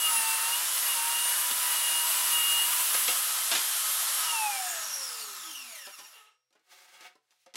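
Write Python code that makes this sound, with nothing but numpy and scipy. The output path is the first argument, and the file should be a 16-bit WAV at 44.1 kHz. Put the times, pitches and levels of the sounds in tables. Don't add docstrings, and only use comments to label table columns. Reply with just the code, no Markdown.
import sys
import numpy as np
from scipy import signal
from scipy.fft import rfft, irfft
from scipy.io import wavfile
from scipy.ndimage import uniform_filter1d

SR = 44100
rng = np.random.default_rng(int(sys.argv[2]) if len(sys.argv) > 2 else 0)


def boost(x):
    u = np.asarray(x, float) / 20
    return 10 ** u


def wrap_up_sound(samples):
    columns = np.atleast_2d(samples).T
    tamed = np.clip(columns, -1, 1)
    steps = np.round(tamed * 32767).astype(np.int16)
    wavfile.write(sys.argv[1], SR, steps)


N = 333396
T = np.arange(N) / SR

# t/s, f/Hz
SHAFT_SPEED = [(0.0, 966), (.12, 930), (.24, 902), (.37, 897), (.49, 928), (.62, 993), (.74, 1021),
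               (.87, 962), (.99, 921), (1.25, 954), (1.5, 983), (1.62, 993), (1.75, 963), (1.87, 952),
               (2.0, 949), (2.12, 978), (2.25, 969), (2.37, 949), (2.5, 949), (2.62, 953), (2.87, 1000),
               (3.25, 1044), (3.62, 1064), (4.13, 1070)]
CUT_END_S, SWITCH_OFF_S = 3.3, 4.13
FREE_HZ = 1070
FULL_SAG_HZ, LAG_S = 126, 0.15
FRICTION_HZ_PER_S, FAN_DRAG_PER_TURN, REST_HZ = 396, 3.24e-4, 42

TEETH_PER_TURN, BARS, GEAR_TEETH = 10.53, 12, 10
# shaft f/Hz, unbalance level/dB, third shaft tone level/dB, commutator level/dB
SPEED_ANSWER = [(120, -97, -100, -100), (216, -81, -58.5, -67), (300, -67, -84, -72),
                (430, -67.5, -76, -84.5), (616, -61, -75, -55), (700, -51, -73, -43), (770, -40, -48, -42),
                (840, -38.5, -39.5, -46.5), (940, -42.5, -40.5, -43.5), (938, -40.5, -38.5, -40),
                (951, -43, -35.5, -41), (965.5, -47, -44, -38.5), (996, -51, -49.5, -40),
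                (1070, -70, -53.5, -42.5), (1062, -75, -55.5, -61.5), (1072, -61, -60.5, -27)]
COAST_TONE_DB = 2.5
TONE_MULTIPLES = [2, 4, 5, 5.27, 7, 9, 10, 11, 13, 14, 15, 16, 17, 18, 20, 27, 30, 32]
TONE_LEVELS = [
    [-17, -26, -30, -27, -26, -17, -8, -11, -26, -32, -28, -30, -36, -36, -36, -36, -36, -36],
    [-22, -30, -34, -40, -32, -30, -17, -20, -12, -32, -36, -36, -36, -36, -36, -36, -36, -36],
    [-19, -24, -34, -40, -26, -25, -20, -21, -17, -20, -17, -11, -17, -18, -19, -16, -17, -16],
]
TOOTH_DB, TOOTH_DB_PER_LOAD = -9.5, 9

# f/Hz, level/dB per Hz
FAN_AIR = [(1760, -30), (3000, -1.5), (4950, -7.5), (5570, -6), (10100, 1), (10500, 4), (12100, -0.5),
           (12400, 1.5), (13300, -12.5), (13600, -22), (15500, -14.5)]
FAN_DB, FAN_TOP_HZ, FAN_DB_PER_DECADE = -31, 1059, 70.5
# f/Hz, level/dB per Hz
HOUSING_NOISE = [(59, -73.5), (100, -33.5), (179, -36.5), (621, -13), (1110, -3), (1200, -6), (1270, -2.5),
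                 (2230, -7.5), (3580, -7), (4480, -6), (9000, -7), (11700, -38.5), (19800, -120)]
HOUSING_DB, HOUSING_DB_PER_DECADE = -36.5, 24
# f/Hz, width/Hz, level/dB over the housing noise
PANEL_MODES = [(1278, 22, -13), (1690, 60, -17), (560, 30, -30), (355, 16, -38)]
# f/Hz, width/Hz, gain/dB on the drive
BODY_MODES = [(1280, 45, 9), (1830, 50, 3), (2790, 90, 13), (3110, 55, 5), (5310, 90, 9), (5600, 160, 10),
              (6760, 120, 3), (9540, 70, 5), (10100, 200, 3), (11100, 130, 2)]
GEAR_DB, GEAR_DB_PER_LOAD, COAST_GEAR_DB, MESH_DB = -14, 4, -3.5, -10
# f/Hz, feed level/dB from the drive, t60/s
BLADE_MODES = [(2380, -59, .6), (5310, -64, .8), (5600, -65, 1.3), (5700, -65, .7)]
STALL_HZ, STALL_DB, STALL_POWER, HISS_STALL = 101, 599.5, 3.01, 2.1

# t/s, chips level/dB
CUT_FEED = [(0, -30), (.1, -30), (.45, -32), (.7, -38.5), (.9, -32.5), (1.3, -33.5), (2.3, -28.5),
            (3.0, -30), (3.2, -34.5), (3.4, -43.5), (3.6, -100)]
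# f/Hz, level/dB per Hz
CHIP_NOISE = [(18, -60.5), (30, -38), (432, -33.5), (673, -9.5), (728, -18), (945, -12.5), (1020, -6.5),
              (2550, -5.5), (2830, 2), (3070, -3.5), (5450, -12.5), (9940, 1.5), (15500, -4.5)]
# f/Hz, width/Hz, level/dB over the chips
CUTTING_MODES = [(1200, 20, -24), (4970, 100, -23), (6020, 100, -25), (7690, 35, -21), (7860, 30, -13),
                 (8800, 120, -21), (12830, 30, -19), (13580, 35, -18), (13700, 25, -20)]

# t/s, peak level/dB, pitch factor, brightness/dB per octave, clatter decay/s
KNOCK_EVENTS = [(0.177, -43, 0.92, -14, 0.024), (1.511, -22.5, 1.04, 0, 0.0054),
                (2.91, -38, 1.1, -4, 0.014), (2.943, -18.5, 0.98, 1.5, 0.015),
                (3.079, -16.5, 0.97, 1.5, 0.02), (3.515, -14, 1.26, 1.7, 0.03),
                (3.55, -14.5, 1.06, 3, 0.024), (3.578, -22.5, 0.96, 6, 0.018),
                (5.867, -36, 1.06, -1.5, 0.014), (5.988, -38, 1.09, 1, 0.04),
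                (6.506, -63, 0.98, -1, 0.0077), (6.527, -60, 1.1, 0.5, 0.012),
                (6.552, -57.5, 1.13, -5.5, 0.009), (6.594, -62, 0.84, -1, .008),
                (7.008, -43, 0.91, 1, 0.013), (7.154, -52, 0.79, -3.5, 0.0055),
                (7.307, -56, 1.13, 3, 0.013), (7.462, -45, 0.96, -4, 0.0078),
                (7.539, -37.5, 0.93, 1.5, 0.0067), (7.547, -34, 0.75, -1, .005),
                (7.556, -24.5, 1.03, 1.5, .012)]
# f/Hz, level/dB, t60/s
WOOD_MODES = [(260, -17, .05), (390, -14, .07), (560, -7, .1), (750, -5, .08), (940, -4, .06),
              (1300, -1.5, .06), (1690, -4, .04), (2290, -5, .035), (2850, -3, .03), (3500, -6, .03),
              (4300, -8, .03), (5200, -7, .03), (6400, -9, .025)]

# start t/s, end t/s, f/Hz, width/Hz, level/dB
HUM_BANDS = [(.6, 2.9, 300, 14, -69.5), (3.2, 4.2, 174, 10, -74.5), (4.2, 5.8, 233, 20, -74)]

# f/Hz, level/dB per Hz
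BRUSH_HISS = [(1760, -33), (3000, -27), (3490, 8), (4840, -30), (5710, -11), (7130, 4.5), (7750, -3),
              (8360, -15), (9400, 1.5), (11400, 7), (15700, -2)]
HISS_DB, HISS_DB_PER_DECADE = -41.5, 16

# loudest t/s, lift-off t/s, level/dB, treble level/dB, rise/dB per s
RUBS_AND_TAILS = [(6.56, 6.565, -70.5, -22, 1500), (6.726, 7.002, -55, 0, 280),
                  (7.066, 7.067, -48, -7, 155), (7.165, 7.16, -76, -6, 1200), (7.327, 7.323, -72, -3, 500),
                  (7.249, 7.29, -83, 0, 200), (7.402, 7.44, -79, 10, 250), (7.466, 7.46, -57, -24, 2504)]
# f/Hz, level/dB per Hz
RUB_NOISE = [(59, -68), (100, -33), (173, -13), (313, -24), (386, -1), (438, -26.5), (508, -8.5),
             (682, -12), (742, -3), (879, -5), (956, -8.5), (1880, -2.5), (10600, -17.5), (15500, -22)]
SAG_DB_PER_S, LIFT_DB_PER_S = 37, 360

ROOM_T60_S, ROOM_DB, ROOM_TOP_HZ = 0.25, -11.5, 4630
FLOOR_DB = -88
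MIC_LOW_HZ, TOP_HZ = 198, 15750
CLIP = 0.14


def curves(table):
    times, *columns = np.transpose(table)
    return [np.interp(T, times, column) for column in columns]


def unit(x):
    return x / np.sqrt(np.mean(x ** 2))


def colour(x, points):
    hz, db = np.transpose(points)
    f = np.maximum(np.arange(N // 2 + 1) * SR / N, 1)
    gain = boost(np.interp(np.log(f), np.log(hz), db))
    return unit(irfft(rfft(x) * gain, N))


def high(x, hz):
    return signal.sosfilt(signal.butter(2, hz, "high", fs=SR, output="sos"), x)


def peak(x, hz, width):
    return signal.lfilter(*signal.iirpeak(hz, hz / width, fs=SR), x)


def ring(x, hz, t60):
    radius, angle = 1000. ** (-1 / (t60 * SR)), 2 * np.pi * hz / SR
    return signal.lfilter([np.sin(angle)], [1, -2 * radius * np.cos(angle), radius * radius], x)


def walk(rate):
    steps = np.repeat(rng.standard_normal(int(N / SR * rate) + 2), 8)
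    steps = uniform_filter1d(uniform_filter1d(steps, size=8), size=8)
    return np.interp(T * rate * 8, np.arange(len(steps)), unit(steps))


def noise(flicker_db, rate):
    return rng.standard_normal(N) * boost(flicker_db * walk(rate))


def during(start, end):
    return np.clip(np.minimum(T - start, end - T) / .1, 0, 1)


def room(x):
    age = np.arange(SR // 2) / SR
    tail = rng.standard_normal(len(age)) * 1000. ** (-age / ROOM_T60_S) * (age > .004)
    tail = signal.lfilter(*signal.butter(1, ROOM_TOP_HZ, fs=SR), tail)
    return x + boost(ROOM_DB) * signal.fftconvolve(x, tail / np.linalg.norm(tail))[:N]


def shaft():
    scale = np.sqrt(FRICTION_HZ_PER_S / FAN_DRAG_PER_TURN)
    angle = np.arctan(FREE_HZ / scale) - FRICTION_HZ_PER_S / scale * (T - SWITCH_OFF_S)
    coasting = scale * np.tan(np.clip(angle, 0, 1))
    hz = np.where(T < SWITCH_OFF_S, curves(SHAFT_SPEED)[0], coasting)
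    return np.maximum(uniform_filter1d(hz, SR // 20, mode="nearest"), REST_HZ)


def cutting_load(hz, off):
    sag = FREE_HZ - hz - LAG_S * SR * np.gradient(hz)
    return np.clip(sag / FULL_SAG_HZ, .01, 2) * ~off


def tone(turns, hz, multiple, db, flicker_db, rate):
    audible = multiple * hz < SR / 2.7
    level = np.sqrt(2) * boost(db + flicker_db * walk(rate))
    return level * audible * np.sin(2 * np.pi * multiple * turns)


def shaft_tones(turns, hz, off, load, chips_db):
    speeds, *answers = np.transpose(SPEED_ANSWER)
    first_db, third_db, bar_db = (np.interp(hz, speeds, db) for db in answers)
    tooth_db = chips_db + TOOTH_DB + TOOTH_DB_PER_LOAD * (load - 1)
    out = tone(turns, hz, 1, first_db + COAST_TONE_DB * off, 2.5, 22)
    out = out + tone(turns, hz, 3, third_db, 2.5, 22)
    out = out + tone(turns, hz, BARS, bar_db, 2.5, 22)
    return out + tone(turns, hz, TEETH_PER_TURN, tooth_db, 2.5, 18)


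def gears(turns, hz):
    mesh = 2 * np.pi * (GEAR_TEETH + .2) * turns
    bands = 0
    for k in range(1, 10):
        slip = np.cumsum((0.9 * hz + 70) / SR * (2.6 + .8 * k) * walk(800))
        audible = k * GEAR_TEETH * hz < SR / 2.7
        bands = bands + k ** -.05 * np.sin(k * mesh + slip) * audible
    swell = 1 + .5 * np.sin(2 * np.pi * turns / 6.3)
    return bands * swell * boost(2.5 * walk(40))


def gearbox(turns, hz, off, load):
    stage = (T > CUT_END_S) * 1 + off
    weak = sum(tone(turns, hz, k, db[stage], 3.0, 11)
               for k, db in zip(TONE_MULTIPLES, np.transpose(TONE_LEVELS)))
    gear_db = np.where(off, COAST_GEAR_DB, GEAR_DB + GEAR_DB_PER_LOAD * load)
    box = high(weak, 1400) + boost(gear_db) * high(gears(turns, hz), 600)
    whine = tone(turns, hz, GEAR_TEETH, MESH_DB, 1.6, 13) * np.clip((430 - hz) / 150, 0, 1)
    box = box + high(whine, 700)
    box = signal.sosfilt(signal.butter(2, 14000, fs=SR, output="sos"), box)
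    return box + off * boost(-9) * colour(noise(2.5, 40), HOUSING_NOISE)


def housing():
    out = colour(noise(.9, 30), HOUSING_NOISE)
    return out + sum(boost(db) * unit(peak(noise(5.9, 5.84), f, w)) for f, w, db in PANEL_MODES)


def fan(hz):
    level_db = FAN_DB + FAN_DB_PER_DECADE * np.log10(hz / FAN_TOP_HZ)
    return boost(level_db) * colour(noise(0.34, 24.96), FAN_AIR)


def chips(chips_db):
    out = colour(noise(1.1, 60), CHIP_NOISE)
    out = out + sum(boost(db) * unit(peak(noise(2.5, 12), f, w)) for f, w, db in CUTTING_MODES)
    return boost(chips_db) * out


def saw():
    hz, off = shaft(), T > SWITCH_OFF_S
    turns = np.cumsum(hz * (1 + .0012 * walk(60))) / SR
    load, chips_db = cutting_load(hz, off), curves(CUT_FEED)[0]
    decades = np.log10(np.maximum(hz, STALL_HZ) / FREE_HZ) * off
    stall_s = np.maximum(T - T[np.argmax(hz < STALL_HZ)], 0)
    stall_db = -STALL_DB * stall_s ** STALL_POWER
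    housing_db = HOUSING_DB + HOUSING_DB_PER_DECADE * decades + stall_db
    drive = boost(housing_db) * gearbox(turns, hz, off, load) + brush_hiss(decades, stall_db)
    drive = drive + sum(boost(db) * peak(drive, f, w) for f, w, db in BODY_MODES)
    blade = sum(boost(db) * ring(drive, f, t60) for f, db, t60 in BLADE_MODES)
    machine = shaft_tones(turns, hz, off, load, chips_db) + drive + blade
    casing = boost(housing_db + 0.5) * housing()
    return machine + casing + hums() + fan(hz) + chips(chips_db)


def faint_floor():
    return boost(FLOOR_DB) * unit(peak(peak(rng.standard_normal(N), 2000, 7000), 2000, 9000))


def knocks():
    out, n = np.zeros(N + SR), SR // 4
    age = np.arange(n) / SR
    for s, db, pitch, tilt_db, clatter in KNOCK_EVENTS:
        push = rng.standard_normal(n) * np.exp(-age / max(clatter, .001))
        push[0] += 3.0
        blow = sum(boost(level + tilt_db * np.log2(f / 1000)) * ring(push, f * pitch, t60)
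                   for f, level, t60 in WOOD_MODES)
        click = unit(peak(peak(push, 3100, 6000), 3200, 7600))
        blow = unit(blow) + boost(2 * tilt_db - 1.0) * click
        i = int(s * SR)
        out[i:i + n] += boost(db) * blow / np.abs(blow).max()
    return high(out[:N], 260)


def hums():
    return sum(during(a, b) * boost(db) * unit(peak(rng.standard_normal(N), f, w))
               for a, b, f, w, db in HUM_BANDS)


def brush_hiss(decades, stall_db):
    level_db = HISS_DB + HISS_DB_PER_DECADE * decades + HISS_STALL * stall_db
    return during(SWITCH_OFF_S, 8.4) * boost(level_db) * colour(noise(0.26, 30), BRUSH_HISS)


def drag():
    rub = colour(noise(1.6, 58), RUB_NOISE)
    wood = unit(sum(boost(level) * ring(rub, f, t60) for f, level, t60 in WOOD_MODES))
    body = unit(unit(peak(rub, 1900, 3700)) + 0.5 * wood)
    treble = unit(high(rub, 3000))
    out = 0
    for s, end, db, treble_db, rise in RUBS_AND_TAILS:
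        fall_db = np.maximum(rise * (s - T), SAG_DB_PER_S * (T - s))
        lift_db = LIFT_DB_PER_S * np.maximum(T - end, 0)
        out = out + boost(db - fall_db - lift_db) * (body + boost(treble_db) * treble)
    return out


def scene():
    return np.tile(room(saw() + knocks() + drag()) + faint_floor(), (2, 1))


def top_cut(x):
    return signal.sosfilt(signal.butter(12, 16830, fs=SR, output="sos"), x)


def record(dry):
    mix = high(dry, MIC_LOW_HZ)
    mix = mix / (1 + (mix / CLIP) ** 6) ** (1 / 6)
    mix = signal.sosfilt(signal.ellip(10, .2, 80, TOP_HZ, fs=SR, output="sos"), mix)
    return top_cut(mix)


dry = scene()
out = record(dry)
wrap_up_sound(out)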